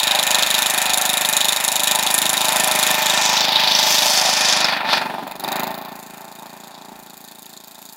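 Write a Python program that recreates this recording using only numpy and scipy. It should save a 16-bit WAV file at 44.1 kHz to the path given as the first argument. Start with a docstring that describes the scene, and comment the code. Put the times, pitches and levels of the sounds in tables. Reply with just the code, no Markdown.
"""Small tractor at the plow

A small single-cylinder tractor works a plow in a field, some metres from a hand-held microphone.
Each firing rings the pipe in a low thump and sends two sharp noise puffs through the muffler outlet.
Hood and gears clatter as small random knocks on resonances, with noise hiss and crank-locked tones.
Midway a hand cups the microphone, heard as a moving filter; then the load comes off and the machine
grows much quieter. Low noise makes the wind, and a few damped rings the stray knocks."""
import sys
import numpy as np
from scipy import signal
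from scipy.fft import rfft, irfft
from scipy.io import wavfile
from scipy.ndimage import uniform_filter1d

SR = 44100
rng = np.random.default_rng(int(sys.argv[2]) if len(sys.argv) > 2 else 0)


def output_pcm(signal):
    """Save a mono or channel-first signal as 16-bit PCM at the path in sys.argv[1].

    Samples are clipped to [-1, 1] before scaling.
    """
    pcm = np.clip(np.atleast_2d(signal).T, -1, 1) * 32767
    wavfile.write(sys.argv[1], SR, np.round(pcm).astype(np.int16))


def rack_gain(trim_db):
    """Turn a fader trim in dB into the linear factor to multiply a signal by."""
    fader = np.asarray(trim_db, float)
    return 10 ** (fader / 20)


N = 351036

# Engine speed. Each row: time in seconds, firings a second.
ENGINE_SPEED = [(0.0, 25.423), (0.75, 25.51), (1.0, 25.372), (1.75, 25.748), (2.25, 26.365), (3.25, 25.792),
                (3.5, 26.285), (3.75, 25.902), (4.0, 26.073), (4.5, 25.456), (5.125, 23.363),
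                (5.375, 23.526), (5.625, 26.975), (5.875, 28.664), (6.0, 27.521), (6.75, 28.346),
                (7.5, 27.605), (7.96, 28.148)]


def evened(x):
    """Scales to rms 1."""
    return x / np.sqrt(np.mean(x ** 2) + 1e-20)


def curve(rows, column):
    """One column of a table, sample by sample."""
    table = np.array(rows)
    return np.interp(np.arange(N) / SR, table[:, 0], table[:, column])


def ramp(start, end):
    """Goes from 0 to 1 between two times in seconds."""
    return np.clip((np.arange(N) / SR - start) / (end - start), 0, 1)


def bump(s, half):
    """Bell of height 1 round a time, down to 1/e half seconds away."""
    return np.exp(-((np.arange(N) / SR - s) / half) ** 2)


def wander():
    """Slow random drift in dB, new at every call, so that no layer stays quite even."""
    wander_db, wander_s = 1.04, 0.052  # rms drift, first smoothing length
    smooth = uniform_filter1d(rng.standard_normal(N), round(wander_s * SR))
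    return wander_db * evened(uniform_filter1d(smooth, 2000))


def resonate(x, hz, width):
    """Band-pass of gain 1 at its centre."""
    return signal.lfilter(*signal.iirpeak(hz, hz / width, SR), x)


def coloured(points):
    """Noise of rms 1 with the spectrum given as (Hz, dB) points."""
    f, db = np.transpose(points)
    hz = np.fft.rfftfreq(N, 1 / SR)
    gain = rack_gain(np.interp(np.log(hz + 1), np.log(f), db))
    return evened(irfft(rfft(rng.standard_normal(N)) * gain, N))


def burst(since, rise, fall):
    """Envelope that rises and dies away after each firing (time constants in seconds)."""
    return (1 - np.exp(-since / rise)) * np.exp(-since / fall)


def jet(since, start, length):
    """Envelope of one jet: opens fast, swells, and is cut off as the pressure falls."""
    share = np.clip((since - start) / length, 0, 1)
    return np.sin(np.pi * share ** .45) ** 1.5


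def ring(at, modes, lead_s, back_s, back_db, spread_db):
    """A pressure pulse runs ahead of each firing's puff, rings the modes and returns once as an echo."""
    t, blows = np.arange(8000) / SR, np.zeros(N)
    blows[at - round(lead_s * SR)] = rack_gain(spread_db * rng.standard_normal(len(at)))
    tone = sum(rack_gain(db - 60 * t / t60) * np.sin(2 * np.pi * hz * t) for hz, db, t60 in modes)
    back = round(back_s * SR)
    tone[back:] += rack_gain(back_db) * tone[:-back]
    return evened(signal.oaconvolve(blows, tone)[:N])


def rattle(modes, since, shake, fall, knocks_per_s, spread_db):
    """Many small random knocks ring the metal, hardest just after a firing."""
    strength = rack_gain(spread_db * np.minimum(rng.exponential(1, N), 4))
    hits = (rng.random(N) < knocks_per_s / SR) * strength * rng.standard_normal(N)
    shaken = hits * (1 + shake * burst(since, 0.00022, fall))
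    return evened(sum(rack_gain(db) * evened(resonate(shaken, hz, width)) for hz, width, db in modes))


def firings():
    """The turning engine: sample of each firing, and for every sample its firing and seconds since."""
    first_turn = .7823  # share of a firing period before the first firing
    number = np.floor(np.cumsum(curve(ENGINE_SPEED, column=1)) / SR + 1 - first_turn).astype(int)
    at = np.r_[0, np.flatnonzero(np.diff(number)) + 1]
    since = (np.arange(N) - at[number]) / SR
    since += (number == 0) * (1 - first_turn) / ENGINE_SPEED[0][1]  # the sound starts within a period
    return at[1:], number, since


def exhaust_thump(at, sag):
    """Each firing's pressure pulse rings the exhaust pipe and muffler shell over a low noise wash."""
    # Pipe and muffler shell. Each row: pitch in Hz, level in dB, t60 in seconds.
    pipe = [(149.5, -3.5, 0.059), (228, 6, 0.045), (292, -4, 0.096), (380, 2, 0.053)]
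    # Two further notes rung by each firing, a low one and one near 530 Hz. Each row: pitch in Hz, level in dB,
    # t60 in seconds.
    outer = [(100, 0, 0.05), (532, -8, .06)]
    # Low engine wash. Each row: frequency in Hz, density in dB per Hz.
    wash = [(80, -16), (110, -9), (150, -5), (250, 0), (390, -2), (470, -9), (600, -20)]
    outer_db = -6 - 25 * ramp(5.1, 5.15)  # the outer notes drop back as the load comes off
    wash_db = -7.5 + 8 * sag  # the wash grows as the engine sags
    thump = ring(at, pipe, 0.0016, 0.01082, -12.5, 0.46)
    thump += rack_gain(outer_db) * ring(at, outer, 0.004, 0.013, -30, 1)
    # the muffler holds back the upper pipe tones
    thump = signal.sosfilt(signal.butter(3, 430, fs=SR, output="sos"), thump)
    return evened(thump + rack_gain(wash_db) * coloured(wash))


def muffler_puffs(number, since, free):
    """Two jets of gas a firing and a longer hiss; every jet excites the outlet resonances differently."""
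    # Muffler outlet. Each row: centre in Hz, resonator width in Hz, dB under load, dB running free.
    outlet = [(3030, 910, -5, -37.5), (3734, 640, 4, 1.5), (4500, 1120, -7, 0), (5500, 340, -11.5, -40),
              (7000, 1170, 0.5, 0.5), (8170, 2600, -12, -5.5), (10040, 1830, -1.5, -4.5),
              (12700, 2200, -7.5, -1.5), (15000, 3000, -40, -2)]
    # Brightness of the puffs. Each row: time in seconds, tilt in dB an octave.
    tilt = [(0, -0.5), (1.2, 1), (3, 3.5), (3.6, -3.5), (4.7, 3), (5.3, 10), (6.2, -0.5), (7.96, 4)]
    firing_count = number[-1] + 1
    chance = np.clip(rng.standard_normal((firing_count, 2, len(outlet) + 1)), -1.6, 1.6)
    size = rack_gain(1.3 * chance[:, :, :1] + 3.1 * chance[:, :, 1:])  # whole jet, then each band
    second_s = .0074 + .0004 * rng.standard_normal(firing_count)[number]
    first = jet(since, 0, .0058)
    second = rack_gain(-0.82) * jet(since, second_s, 0.0049)
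    # hiss trails longer running free, and ducks between the cracking jets as the engine picks up
    tail_db = -3.5 + 2.5 * free - 6.5 * bump(5.48, 0.23)
    tail = rack_gain(tail_db) * (burst(since, 0.0077, 0.016) + 0.041)
    brightness_db = curve(tilt, column=1) + 2 * wander()
    top_hz = 11300  # the tilt grows no further above this
    out = np.zeros(N)
    for k, (hz, width, load_db, free_db) in enumerate(outlet):
        envelope = first * size[number, 0, k] + second * size[number, 1, k] + tail * (hz / 7000) ** -.35
        jets = envelope * rng.standard_normal(N)
        rung = resonate(resonate(jets, hz, width), hz, width)  # twice: dark valleys between the bands
        band_db = load_db + free * (free_db - load_db) + brightness_db * np.log2(min(hz, top_hz) / 7000)
        out += rack_gain(band_db) * evened(rung)
    wide = (first + second + tail) * coloured([(450, -23), (900, -15), (2000, -22), (16000, -9)])
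    return evened(evened(out) + rack_gain(-9.0 - 3 * free) * evened(wide))  # less broad noise running free


def crank_tones(waver_db):
    """Sines locked to the crank, each swelling and fading on its own."""
    # Tones of the turning engine in the hood. Each row: multiple of the firing rate, level in dB.
    multiples = [(21, -8.5), (23, -1), (24, 4.5), (26, -9), (27, -27), (29, 2), (30, -23), (31, -0.5),
                 (33, 0.5), (34, -3), (36, -11), (37, 2), (38, 3), (40, -10), (41, -6)]
    turns, out = np.cumsum(curve(ENGINE_SPEED, column=1)) / SR, np.zeros(N)
    for multiple, db in multiples:
        waver = np.interp(np.arange(N), np.linspace(0, N, 40), rng.standard_normal(40))
        out += rack_gain(db + waver_db * waver) * np.sin(2 * np.pi * (multiple * turns + rng.random()))
    return evened(out)


def hood_clatter(at, since, sag, free):
    """Firings knock the shell and shake loose panels, and the turning crank hums in the sheet metal."""
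    # Shell struck by each firing. Each row: pitch in Hz, level in dB, t60 in seconds.
    shell = [(664, -10.5, 0.055), (846, 2, .014), (1070, -19, 0.0037)]
    # Loose hood panels. Each row: centre in Hz, width in Hz, level in dB.
    panels = [(674, 28, -2), (766, 51, 8.5), (875, 45, 9.5), (990, 33, -1.5), (955, 98, -22)]
    hood = rack_gain(3 * free + 3 * sag) * ring(at, shell, 0.001603, 0.01, -0.95, 1.75)
    hood += rack_gain(2) * rattle(panels, since, 0.48, 0.02, 1500, 0.55)
    # the panels radiate little bass
    hood = signal.sosfilt(signal.butter(4, 560, "high", fs=SR, output="sos"), hood)
    # the tones give way to knocks as the speed sags, and stay weak running free
    hood += rack_gain(-10 * sag - 6 * free) * crank_tones(3.7)
    return evened(hood)


def firing_beat(since):
    """Lift of the gear and drive hiss by each firing."""
    return 1 + 0.57 * burst(since, 0.00076, 0.006)


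def gear_clatter(since, sag, free):
    """Teeth knock in the gear case over hiss, in separate beats as the speed sags."""
    # Gear case. Each row: centre in Hz, width in Hz, level in dB.
    case = [(1072, 540, 6.5), (1352, 69, 2), (1620, 110, -1.5), (1791, 46, 10), (2090, 78, -1.5),
            (2434, 105, 11), (2450, 130, -15)]
    # Hiss of the gear case. Each row: frequency in Hz, density in dB per Hz.
    case_hiss = [(300, -91), (600, -7.5), (1500, 4.5), (2600, 5.5), (3300, -17), (8000, -53), (16000, -17)]
    gears = rattle(case, since, 0.91, 0.015, 3000, 2.85)
    gears += rack_gain(-1.5) * firing_beat(since) * coloured(case_hiss)
    gears += free * rack_gain(0.67) * resonate(gears, 1460, 400)  # the case rings lower running free
    return evened(gears * (1 + 1.97 * sag * burst(since, 0.0015, 0.0097)))


def drive_grind(since):
    """Bright grinding of the drive: dense knocks on high resonances over hiss."""
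    # Drive resonances. Each row: centre in Hz, width in Hz, level in dB.
    drive_modes = [(3080, 470, -4.5), (3430, 180, 1.5), (3620, 99, -2), (4440, 48, -2.5), (4770, 81, -2),
                   (5274, 470, -0.5), (6000, 65, -4.5), (6950, 3200, -1)]
    # Hiss of the drive. Each row: frequency in Hz, density in dB per Hz.
    drive_hiss = [(600, -20), (1500, -12.5), (4000, -7.5), (8000, -21.5), (12000, -15.5), (16000, -26)]
    drive = rattle(drive_modes, since, 1.0, 0.0049, 4000, 2.9)
    return evened(drive + rack_gain(-3.0) * firing_beat(since) * coloured(drive_hiss))


def wind():
    """Air turbulence at the microphone: low noise with gusts and slow random drift."""
    # Wind in the lulls. Each row: time in seconds, level in dB.
    lulls = [(0, -62), (2.5, -64), (4.3, -75), (5.6, -63), (6.3, -77), (7.96, -78)]
    # Gusts. Each row: time in seconds, dB over the lull.
    gusts = [(.1, 8), (.4, 10), (.93, 6), (2.28, 6), (2.64, 8), (3.04, 8), (3.81, 8), (5.61, 7), (6.94, 12)]
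    drift_db = 2.4 * evened(uniform_filter1d(rng.standard_normal(N), 3500))
    gust_db = sum(db * bump(s, .09) for s, db in gusts)
    rumble = coloured([(15, -4), (30, 4), (75, 4), (130, 1), (200, -39)])
    return rack_gain(curve(lulls, column=1) + gust_db + drift_db) * rumble


def cupped_hand(x):
    """The hand's cavity lifts one moving band, shades the treble above it and alters the very top."""
    # Hand over the microphone. Each row: time in seconds, cavity in Hz, cavity lift in dB,
    # shadow above it in dB, highest treble in dB.
    hand = [(3.0, 7940, 0, -10, 10.5), (3.2, 7000, 6.5, -6, 2), (3.4, 5500, 9.5, -11, 4),
            (3.55, 4500, 5.5, -16, -0.5), (3.9, 5750, 6.5, -4, 4), (4.1, 5350, 7, 1, 0),
            (4.55, 5500, 8, -5.5, -6), (4.8, 4060, 9, -14.5, -2), (4.95, 4500, 12.5, -8.5, -4),
            (5.1, 4060, 7.5, -10, -4), (5.35, 4500, 2, -14.5, -8.5), (5.85, 4500, 2, -15, 0)]
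    top_hz = 11300  # where the highest treble starts
    hz, t, z = signal.stft(x, SR, nperseg=512, noverlap=384)
    s, *columns = np.transpose(hand)
    cavity_hz, lift_db, shadow_db, top_db = (np.interp(t, s, c) for c in columns)
    near = np.clip(np.minimum(t - s[0], s[-1] - t) / .15 + 1, 0, 1)  # the hand comes and goes
    octaves = np.log2((hz[:, None] + 1) / cavity_hz)
    gain_db = lift_db * np.exp(-(octaves / 0.44) ** 2)
    gain_db += shadow_db * np.exp(-((octaves - .85) / 0.75) ** 2)
    gain_db += top_db * np.clip(np.log2((hz[:, None] + 1) / top_hz) / 0.19 + .5, 0, 1)
    return signal.istft(z * rack_gain(near * gain_db), SR, nperseg=512, noverlap=384)[1][:, :N]


def stray_knocks():
    """Knocks near the microphone, each one quickly damped ring."""
    # Each row: start in seconds, starting level in dB, pitch in Hz, t60 in seconds.
    strays = [(3.558, -1, 3770, 0.011), (3.751, -2, 5560, 0.016), (4.645, -3.5, 5200, 0.0093),
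              (6.915, -36, 232, .06), (7.447, -30, 2900, 0.003), (7.827, -31, 2500, 0.004)]
    out, t = np.zeros(N), np.arange(4000) / SR
    for s, db, hz, t60 in strays:
        out[round(s * SR):][:len(t)] += rack_gain(db - 60 * t / t60) * np.sin(2 * np.pi * hz * t)
    return out


def scene():
    """Exhaust, hood, gears and drive follow the levels, the load and the engine speed."""
    # Levels at the microphone. Each row: time in seconds, engine body in dB, muffler puffs in dB,
    # bright grinding of the drive in dB, gear clatter in dB over the body.
    work = [(0, -27.5, -18, -36, 3.5), (.4, -27, -19.5, -27, 5.5), (1.1, -26, -17, -35, 2.5),
            (1.6, -29, -18.5, -33, 3.5), (2, -26, -18, -31, 0.5), (2.8, -23.5, -19, -24, 1.5),
            (3.2, -24.5, -21, -23.5, 1.5), (3.7, -24, -21, -18, -0.5), (4.2, -25, -28.5, -21, 0.5),
            (4.6, -22, -19.5, -21, 0.5), (4.72, -25.5, -33, -26.5, 0.5), (4.84, -25, -47, -39.5, -6),
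            (4.93, -25, -30, -21, 2), (5.05, -26, -37, -46.5, -8.5), (5.2, -29.5, -46, -43, -18),
            (5.3, -34, -28, -66, -12), (5.38, -38.5, -30, -66, -12), (5.46, -27, -20.5, -60, -10.5),
            (5.6, -22.5, -20, -55, -8.5), (5.75, -32.5, -31, -59, -8.5), (6, -40, -44, -69, -7.5),
            (6.9, -43, -47, -56, -9.5), (7.3, -48, -45, -60, -6.5), (7.96, -49, -43.5, -57, -7)]
    # Exhaust thump. Each row: time in seconds, dB over the body.
    thump_levels = [(0, -10), (2.4, -8.5), (4.6, -11.5), (5.12, -8.5), (5.42, -5), (6, -1.5), (7.5, 0),
                    (7.96, 1)]
    at, number, since = firings()
    free = ramp(4.3, 5.3)  # the load comes off the engine
    sag = np.clip((25.35 - curve(ENGINE_SPEED, column=1)) / .5, 0, 1)  # full half a firing a second below
    body_db = curve(work, column=1)
    thump_gain = rack_gain(body_db + curve(thump_levels, column=1) + wander())
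    gear_gain = rack_gain(body_db + curve(work, column=4) + wander())
    hood_gain, puff_gain, grind_gain = (rack_gain(curve(work, column=k) + wander()) for k in (1, 2, 3))
    mix = thump_gain * exhaust_thump(at, sag)
    mix += puff_gain * muffler_puffs(number, since, free)
    mix += hood_gain * hood_clatter(at, since, sag, free)
    mix += gear_gain * gear_clatter(since, sag, free)
    mix += grind_gain * drive_grind(since)
    return (mix + stray_knocks())[None]


def low_pass(x):
    """Removes everything above the highest recorded frequency."""
    return signal.sosfilt(signal.butter(12, 16970, fs=SR, output="sos"), x)


def record(dry):
    """A hand cups the microphone, which cuts bass, picks up wind, rounds peaks and ends near 16 kHz."""
    cupped = cupped_hand(dry)
    thin = signal.sosfilt(signal.butter(7, 148, "high", fs=SR, output="sos"), cupped)
    windy = thin + wind()
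    limited = .95 * np.tanh(windy / .95)  # the input stage rounds the loudest puffs
    banded = signal.oaconvolve(limited, signal.firwin(255, 15850, fs=SR)[None], "same")
    return low_pass(banded)


dry = scene()
out = record(dry)
output_pcm(out)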